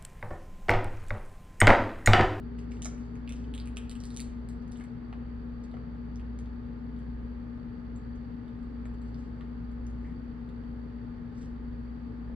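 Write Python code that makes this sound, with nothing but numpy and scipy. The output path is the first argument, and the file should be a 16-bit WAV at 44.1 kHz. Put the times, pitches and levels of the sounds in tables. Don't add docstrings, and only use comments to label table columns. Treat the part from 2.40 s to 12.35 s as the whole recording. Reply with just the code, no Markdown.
import sys
import numpy as np
from scipy import signal
from scipy.fft import rfft, irfft, next_fast_len
from scipy.io import wavfile

SR = 44100
rng = np.random.default_rng(int(sys.argv[2]) if len(sys.argv) > 2 else 0)


def amplitude_ratio(level_db):
    exponent = np.asarray(level_db, float) / 20
    return 10 ** exponent


def pcm_store(signal):
    levels = np.round(np.clip(np.atleast_2d(signal), -1, 1) * 32767)
    wavfile.write(sys.argv[1], SR, levels.astype(np.int16).T)


N = 438794

# pitch_hz, left_lead_rad
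LEAD = [(0, 0), (430, 0.7), (1030, -2.3), (1980, 7.0), (2410, 5.5), (4050, 5.9), (5250, 4.4), (6600, 3.0),
        (8270, 6.1), (9560, 6.3), (11800, 9.3), (13600, 9.4), (14700, 12.0), (16200, 12.9)]


def evened(x):
    return x / np.sqrt(np.mean(x ** 2) + 1e-20)


def read(points, hz):
    f, value = np.transpose(points)
    return np.interp(np.log(hz + 1), np.log(f + 1), value)


def add(mix, start_s, sound):
    part = mix[..., round(start_s * SR):][..., :sound.shape[-1]]
    part += sound[..., :part.shape[-1]]


def sides(pan_db):
    return amplitude_ratio(pan_db * np.array([[.5], [-.5]]))


def resonate(x, hz, width_hz):
    r = np.exp(-np.pi * width_hz / SR)
    return signal.lfilter([1, 0, -1], [1, -2 * r * np.cos(2 * np.pi * hz / SR), r * r], x)


def ring(hz, q, chance, t60_s):
    first_blow = 4.4
    fading = amplitude_ratio(-60 * np.arange(len(chance)) / SR / t60_s)
    x = np.r_[first_blow, chance[1:]] * fading
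    for _ in range(2):
        x = resonate(x, hz, hz / q)
    return x / abs(x).max()


def splintering():
    t = np.arange(1800) / SR
    splinters_per_s = 710
    taps = (rng.random(len(t)) < splinters_per_s / SR) * rng.standard_normal(len(t))
    taps *= amplitude_ratio(-18 - 60 * t / 0.13)
    taps += rng.standard_normal(len(t)) * amplitude_ratio(-27.5 - 60 * t / 0.062)
    taps[0] = 1
    return taps


def snaps():
    # start_s, tick_db, ring_db, ring_hz
    claw = [(0.186, -64, -56.5, 2320), (0.2234, -89, -65, 2350), (0.317, -61, -55.5, 2400),
            (0.368, -70, -61, 2400), (0.4199, -32.5, -51.5, 3600), (.4384, -46, -57, 3400),
            (0.4456, -27.5, -56, 3270), (0.452, -48.5, -47, 5700), (0.4562, -38, -39.5, 5840),
            (0.5785, -62, -66, 2410), (.655, -63, -77, 4000), (.7542, -58, -64, 2320),
            (0.8757, -63, -49, 2680), (.892, -43, -48, 2800), (0.9055, -57, -53, 2560),
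            (0.9219, -42, -52.5, 2750), (1.0414, -85, -62, 2800)]
    # start_s, tick_db, ring_db, ring_hz
    body = [(1.1386, -49, -44.5, 3300), (1.1493, -42.5, -49.5, 3450), (1.1777, -51, -45, 3500),
            (1.1993, -57, -46.5, 3750), (1.257, -47, -62, 2370), (1.273, -48, -55, 2340),
            (1.362, -53, -64, 4800), (1.3693, -36.5, -39, 2920), (1.495, -43, -48.5, 4700),
            (1.513, -41.5, -49, 3470), (1.553, -49.5, -53.5, 2530), (1.6026, -63, -47.5, 4450),
            (1.6368, -45, -49.5, 4400), (1.6531, -38.5, -71, 4170), (1.7036, -52, -53, 3980),
            (1.744, -47, -70, 4800), (1.7637, -29.5, -64, 3700), (1.7711, -39, -41, 5350),
            (1.7947, -41, -45.5, 2450), (1.802, -30.5, -43, 4250), (2.0877, -42.5, -63, 4500),
            (2.2225, -74, -65, 4800), (2.2772, -57, -73, 2430), (2.3155, -48.5, -71.5, 3780),
            (2.3564, -76, -61, 2950), (2.3715, -50, -66.5, 2780), (2.3988, -57, -60, 2560),
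            (2.411, -55, -75, 2320), (2.4385, -52.5, -61.5, 2330), (2.727, -93, -58.5, 2420)]
    # start_s, tick_db, ring_db, ring_hz
    picks = [(3.2365, -67, -71, 3310), (3.3139, -73.5, -64, 3700), (3.7576, -66, -58, 5430),
             (3.7958, -71, -60.5, 2780), (3.9886, -50, -60, 2800), (4.0575, -89, -63, 3500),
             (4.562, -73, -68, 3280), (4.589, -63.5, -67.5, 2800), (5.5608, -52.5, -71, 3930),
             (5.7558, -63, -79, 3170), (6.0801, -79, -67.5, 3300), (6.2297, -68, -75, 2900),
             (6.4547, -56, -72, 2920), (6.5395, -64, -73, 2800), (6.617, -58, -77, 4150),
             (6.7441, -80, -58, 4280), (7.0094, -97, -59.5, 2870), (7.315, -65, -82, 3050),
             (7.4664, -51, -70, 3010), (7.5014, -62, -78, 2990), (8.0895, -67, -64, 3880),
             (8.2367, -89, -68, 3400), (9.03, -81, -66.5, 3300), (9.443, -76, -80.5, 2940)]
    # ring_pan_db, tick_pan_db; then tick_hz, tick_q (sharpness)
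    parts = [
        (-4.5, -3.1, 6500, 4.2),
        (-3.5, 1, 6300, 0.83),
        (-5, -0.55, 6500, 3.4),
    ]
    break_s, lag_s = .004, .001
    out = np.zeros((2, N))
    for breaks, (pan_db, tick_pan_db, part_hz, tick_q) in zip((claw, body, picks), parts):
        for start_s, tick_db, ring_db, ring_hz in breaks:
            a, b, c = rng.standard_normal((3, 500))
            tick_hz = part_hz * (1 + 0.044 * np.tanh(a[0]))
            tick = amplitude_ratio(tick_db - 1.5) * ring(tick_hz, tick_q, a, break_s)
            snap = amplitude_ratio(ring_db + 7.0) * ring(ring_hz, 2, b, break_s)
            crack_db = 0.56 * tick_db + 0.52 * ring_db + 9
            snap += amplitude_ratio(crack_db) * ring(4100, 0.34, c, break_s)
            both = sides(pan_db) * snap + sides(tick_pan_db) * tick
            add(out, start_s + lag_s, signal.fftconvolve(both, splintering()[None], axes=1))
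    return out


def pulling():
    # peak_s, level_db, build_s, release_s
    pulls = [(.192, -63.5, 0.025, 0.09), (.312, -62.5, .015, 0.21), (0.423, -51, .004, 0.044),
             (.452, -62, 0.021, .05), (.604, -72.5, .02, .3), (.756, -82, .05, .11), (.96, -64, .05, 0.21),
             (1.55, -68, .01, .1), (1.663, -57, 0.06, .02), (1.754, -60, 0.23, .03), (2.1, -69, .01, .13),
             (2.319, -59.5, 0.01, 0.065), (2.38, -70, .05, .25), (3.24, -61.5, .014, .04),
             (4.6, -86, .1, 0.24), (6.682, -71.5, .11, .06), (6.79, -72, .1, .25), (6.994, -83, .06, 0.19),
             (7.67, -75, 0.14, 0.17), (8.98, -70, .03, 0.042), (9.03, -64.5, 0.13, 0.11)]
    t, level = np.arange(N) / SR, np.zeros(N)
    for s, db, build, release in pulls:
        near = slice(max(round((s - 2 * build) * SR), 0), round((s + 2 * release) * SR))
        late = t[near] - s
        away = np.where(late < 0, -late / build, late / release)
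        level[near] += amplitude_ratio(db - 30 * away)
    return level


def tearing():
    # pitch_hz, level_db (per Hz)
    tear = [(1000, -9.5), (2500, -5.5), (4000, 0.5), (5500, 5.5), (7500, 0.5), (10000, -14), (13000, -25.5),
            (16500, -26)]
    ticks_per_s = 600
    ticks = amplitude_ratio(3.5 * np.minimum(rng.exponential(1, N), 5)) * (rng.random(N) < ticks_per_s / SR)
    grain = evened(ticks * rng.choice([-1, 1], N)) + 0.86 * rng.standard_normal(N)
    hz = np.linspace(0, SR / 2, 129)
    response = amplitude_ratio(2 * read(tear, hz)) * (hz < hz[-1])
    colour = signal.minimum_phase(signal.firwin2(255, hz, response, fs=SR))
    return amplitude_ratio([[-5.0], [-3.5]]) * pulling() * evened(signal.oaconvolve(grain, colour)[:N])


def drops():
    # start_s, thud_db, thud_hz, slap_db, slap_hz
    falls = [
        (0.457, -44.5, 626, -41, 1510),
        (1.37, -64, 606, -41.5, 1530),
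        (2.409, -64, 600, -49, 1210),
        (2.729, -45.5, 527, -47.5, 1490),
        (3.342, -45.5, 576, -49, 1330),
        (3.369, -64.5, 510, -49, 1120),
        (6.456, -53, 493, -51, 1360),
        (7.009, -58, 511, -51.5, 1106),
        (9.899, -50.5, 596, -85, 1270),
    ]
    out = np.zeros((2, N))
    for start_s, thud_db, thud_hz, slap_db, slap_hz in falls:
        a, b = rng.standard_normal((2, 1500))
        thud = amplitude_ratio(thud_db) * ring(thud_hz, 1.6, a, .015)
        slap = amplitude_ratio(slap_db + 1.5) * ring(slap_hz, 1.0, b, 0.029)
        add(out, start_s - .001, thud + slap)
    return out


def scuff():
    # level_db, pitch_hz, t60_s
    db, hz, t60_s = (-59.5, 1900, 0.32)
    out = np.zeros((2, N))
    add(out, 7.645, amplitude_ratio(db) * ring(hz, 3.1, rng.standard_normal(4000), t60_s))
    return out


def room(x):
    # pitch_hz, t60_s
    decay = [(700, 0.97), (1500, 0.68), (4000, 0.44), (10000, 0.27), (13000, 0.059)]
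    # delay_s, level_db
    echoes = [(.0043, -17), (.008, -7), (.0131, -16), (.0158, -12)]
    size = SR // 2
    taps = np.zeros((2, size))
    at = np.arange(300, size - 20, 20) + rng.integers(0, 20, (2, (size - 301) // 20))
    np.put_along_axis(taps, at, rng.choice([-1., 1.], at.shape), 1)
    shared = 0.64 * taps + taps[0]
    hz, t, z = signal.stft(shared, SR, nperseg=256)
    tail = signal.istft(z * amplitude_ratio(-60 * t / read(decay, hz)[:, None]), SR, nperseg=256)[1]
    tail *= amplitude_ratio(-8.0) / np.linalg.norm(tail[0])
    tail[:, 0] += 1
    for s, db in echoes:
        tail[:, round(s * SR)] += amplitude_ratio(db)
    return signal.fftconvolve(x, tail, axes=1)[:, :N]


def ports(x):
    # pitch_hz, level_db
    mic = [(200, 9.5), (10300, -0.5), (11600, 0.5), (12400, -10), (13600, -5.5), (15300, -5.5),
           (16200, -15)]
    size = next_fast_len(N)
    hz = np.fft.rfftfreq(size, 1 / SR)
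    turn = np.array([np.ones(len(hz)), np.exp(-1j * read(LEAD, hz))])
    return irfft(rfft(x, size) * turn * amplitude_ratio(read(mic, hz)), size)[:, :N]


def tone(turns, db, tilt_db, lead):
    return np.sqrt(2) * amplitude_ratio(db) * np.array([np.cos(turns + lead), amplitude_ratio(-tilt_db) * np.cos(turns)])


def motors():
    multiples = [1, 2, 3, 4, 7, 15, 17, 19, 21, 22, 23, 24, 26, 28, 30, 49, 52, 58, 60, 62]
    # left_rms_db, left_minus_right_db, left_lead_rad
    orders = [(-43, -.5, 0.3), (-61.5, -3, 1), (-62, 4, 2.3), (-54.5, 4, -6.5), (-61.5, 3.5, 1.85),
              (-66.5, 19.5, -0.36), (-78.5, -4, 2), (-81.5, -3.5, -2.5), (-72.5, 4.5, 0), (-86, -4.5, 2.5),
              (-88.5, -0.5, 4.5), (-86.5, 3.5, 3), (-88.5, -2, -2.5), (-86, -3, 2.5), (-83.5, -3.5, -3),
              (-101, -1.5, -3), (-101, -1.5, -3), (-101, -2.5, -3.5), (-99, 0, 4), (-101, -5, -1.5)]
    # pitch_hz, meet_s (their crest meets the compressor's)
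    rivals = [(59.30, .232), (58.52, .965)]
    rivals_db = [-52.5, -53.5]
    compressor_hz = 58.196
    t = np.arange(N) / SR
    out = sum(tone(2 * np.pi * k * compressor_hz * t + k * k, *order) for k, order in zip(multiples, orders))
    for (hz, meet_s), db in zip(rivals, rivals_db):
        turns = compressor_hz * t + (hz - compressor_hz) * (t - meet_s)
        out += tone(2 * np.pi * turns + 1, db, -.4, .15)
    return out


def hum():
    hum_hz = [104.40, 111.66, 120.04, 223.33, 240.06, 1097.9, 9362, 9842]
    # left_rms_db, left_minus_right_db, left_lead_rad
    levels = [(-56, 1.5, -0.19), (-56, 3, 0.65), (-59.5, -1.5, 0.13), (-53, 5, 1), (-40, 6.5, 0.09),
              (-71, 5.5, -2.2), (-113, 0, 0), (-114, 2.5, 0)]
    t = np.arange(N) / SR
    return sum(tone(2 * np.pi * (hz * t + rng.random()), *row) for hz, row in zip(hum_hz, levels))


def pipe():
    # time_s, pitch_hz, level_db
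    s, hz, db = np.transpose([(0, 398, -54), (.5, 400, -61.5), (0.999, 409.4, -59), (2, 419, -75.5),
                              (2.6, 424, -94)])
    t = np.arange(N) / SR
    filling = 2 * np.pi * np.cumsum(np.interp(t, s, hz)) / SR
    return tone(filling, np.interp(t, s, db), 2.1, 0.85) * (t < s[-1])


def air():
    # pitch_hz, level_db (per Hz)
    spectrum = [(20, -86), (60, -73.5), (90, -78.5), (200, -72.5), (350, -81), (600, -88), (1100, -91),
                (1800, -94.5), (2400, -105), (3400, -110), (4700, -117), (6800, -124), (11400, -135),
                (12000, -146)]
    # pitch_hz, width_hz, lift_db
    lumps = [(37.2, 6.7, 16.5), (75.5, 22, 3), (114.3, 16, 3), (149, 18, 2.5), (164.5, 20, 0.5),
             (245.4, 11, 2.5), (265.9, 6.7, 11.5), (310, 50, -3.5), (446.7, 30, 6), (509, 23, -1.5),
             (810, 44, -5.5), (7400, 150, -12)]
    # pitch_hz, likeness (0-1)
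    likeness = [(90, 1), (260, 0.88), (430, 0.87), (900, 0.17), (1500, 0.03), (2100, 0.1), (2600, 0.42),
                (4300, 0.25), (5100, 0.18), (5700, 0.43), (7300, 1), (9300, 0.82), (11000, .4)]
    # pitch_hz, left_minus_right_db
    tilt = [(60, 2), (110, -0.5), (200, 6.5), (380, 3.5), (700, 4.5), (1290, -1.5), (2380, -3), (4400, -5),
            (8120, 10), (15000, 13)]
    size = next_fast_len(N)
    hz = np.fft.rfftfreq(size, 1 / SR)
    left, own = rfft(rng.standard_normal((2, size)))
    lift = 1 + sum(amplitude_ratio(db) / (1 + (2 * (hz - f) / w) ** 2) for f, w, db in lumps)
    same = np.clip(read(likeness, hz), 0, 1)
    right = same * left * np.exp(-1j * read(LEAD, hz)) + np.sqrt(1 - same ** 2) * own
    right = right * amplitude_ratio(-read(tilt, hz))
    colour = lift * amplitude_ratio(read(spectrum, hz)) * np.sqrt(SR / 2)
    return irfft(np.array([left, right]) * colour, size)[:, :N]


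def whine():
    # pitch_hz, width_hz, rms_db, throb_depth (0-1)
    hz, width_hz, db, depth = (4557.5, 114, -74.5, 0.4)
    t = np.arange(N) / SR
    drive = rng.standard_normal(N) * (1 + depth * np.cos(2 * np.pi * 60.015 * t))
    return amplitude_ratio([[db - 27.5], [db]]) * evened(resonate(drive, hz, width_hz))


def scene():
    hands = snaps() + drops() + scuff() + tearing()
    machines = motors() + hum() + pipe()
    return ports(room(hands)) + machines + air() + whine()


def band_limit(x):
    return signal.sosfilt(signal.butter(12, 16620, fs=SR, output="sos"), x)


def record(dry):
    fade = np.minimum(np.arange(N)[::-1] / 90, 1)
    return band_limit(dry * fade)


dry = scene()
out = record(dry)
pcm_store(out)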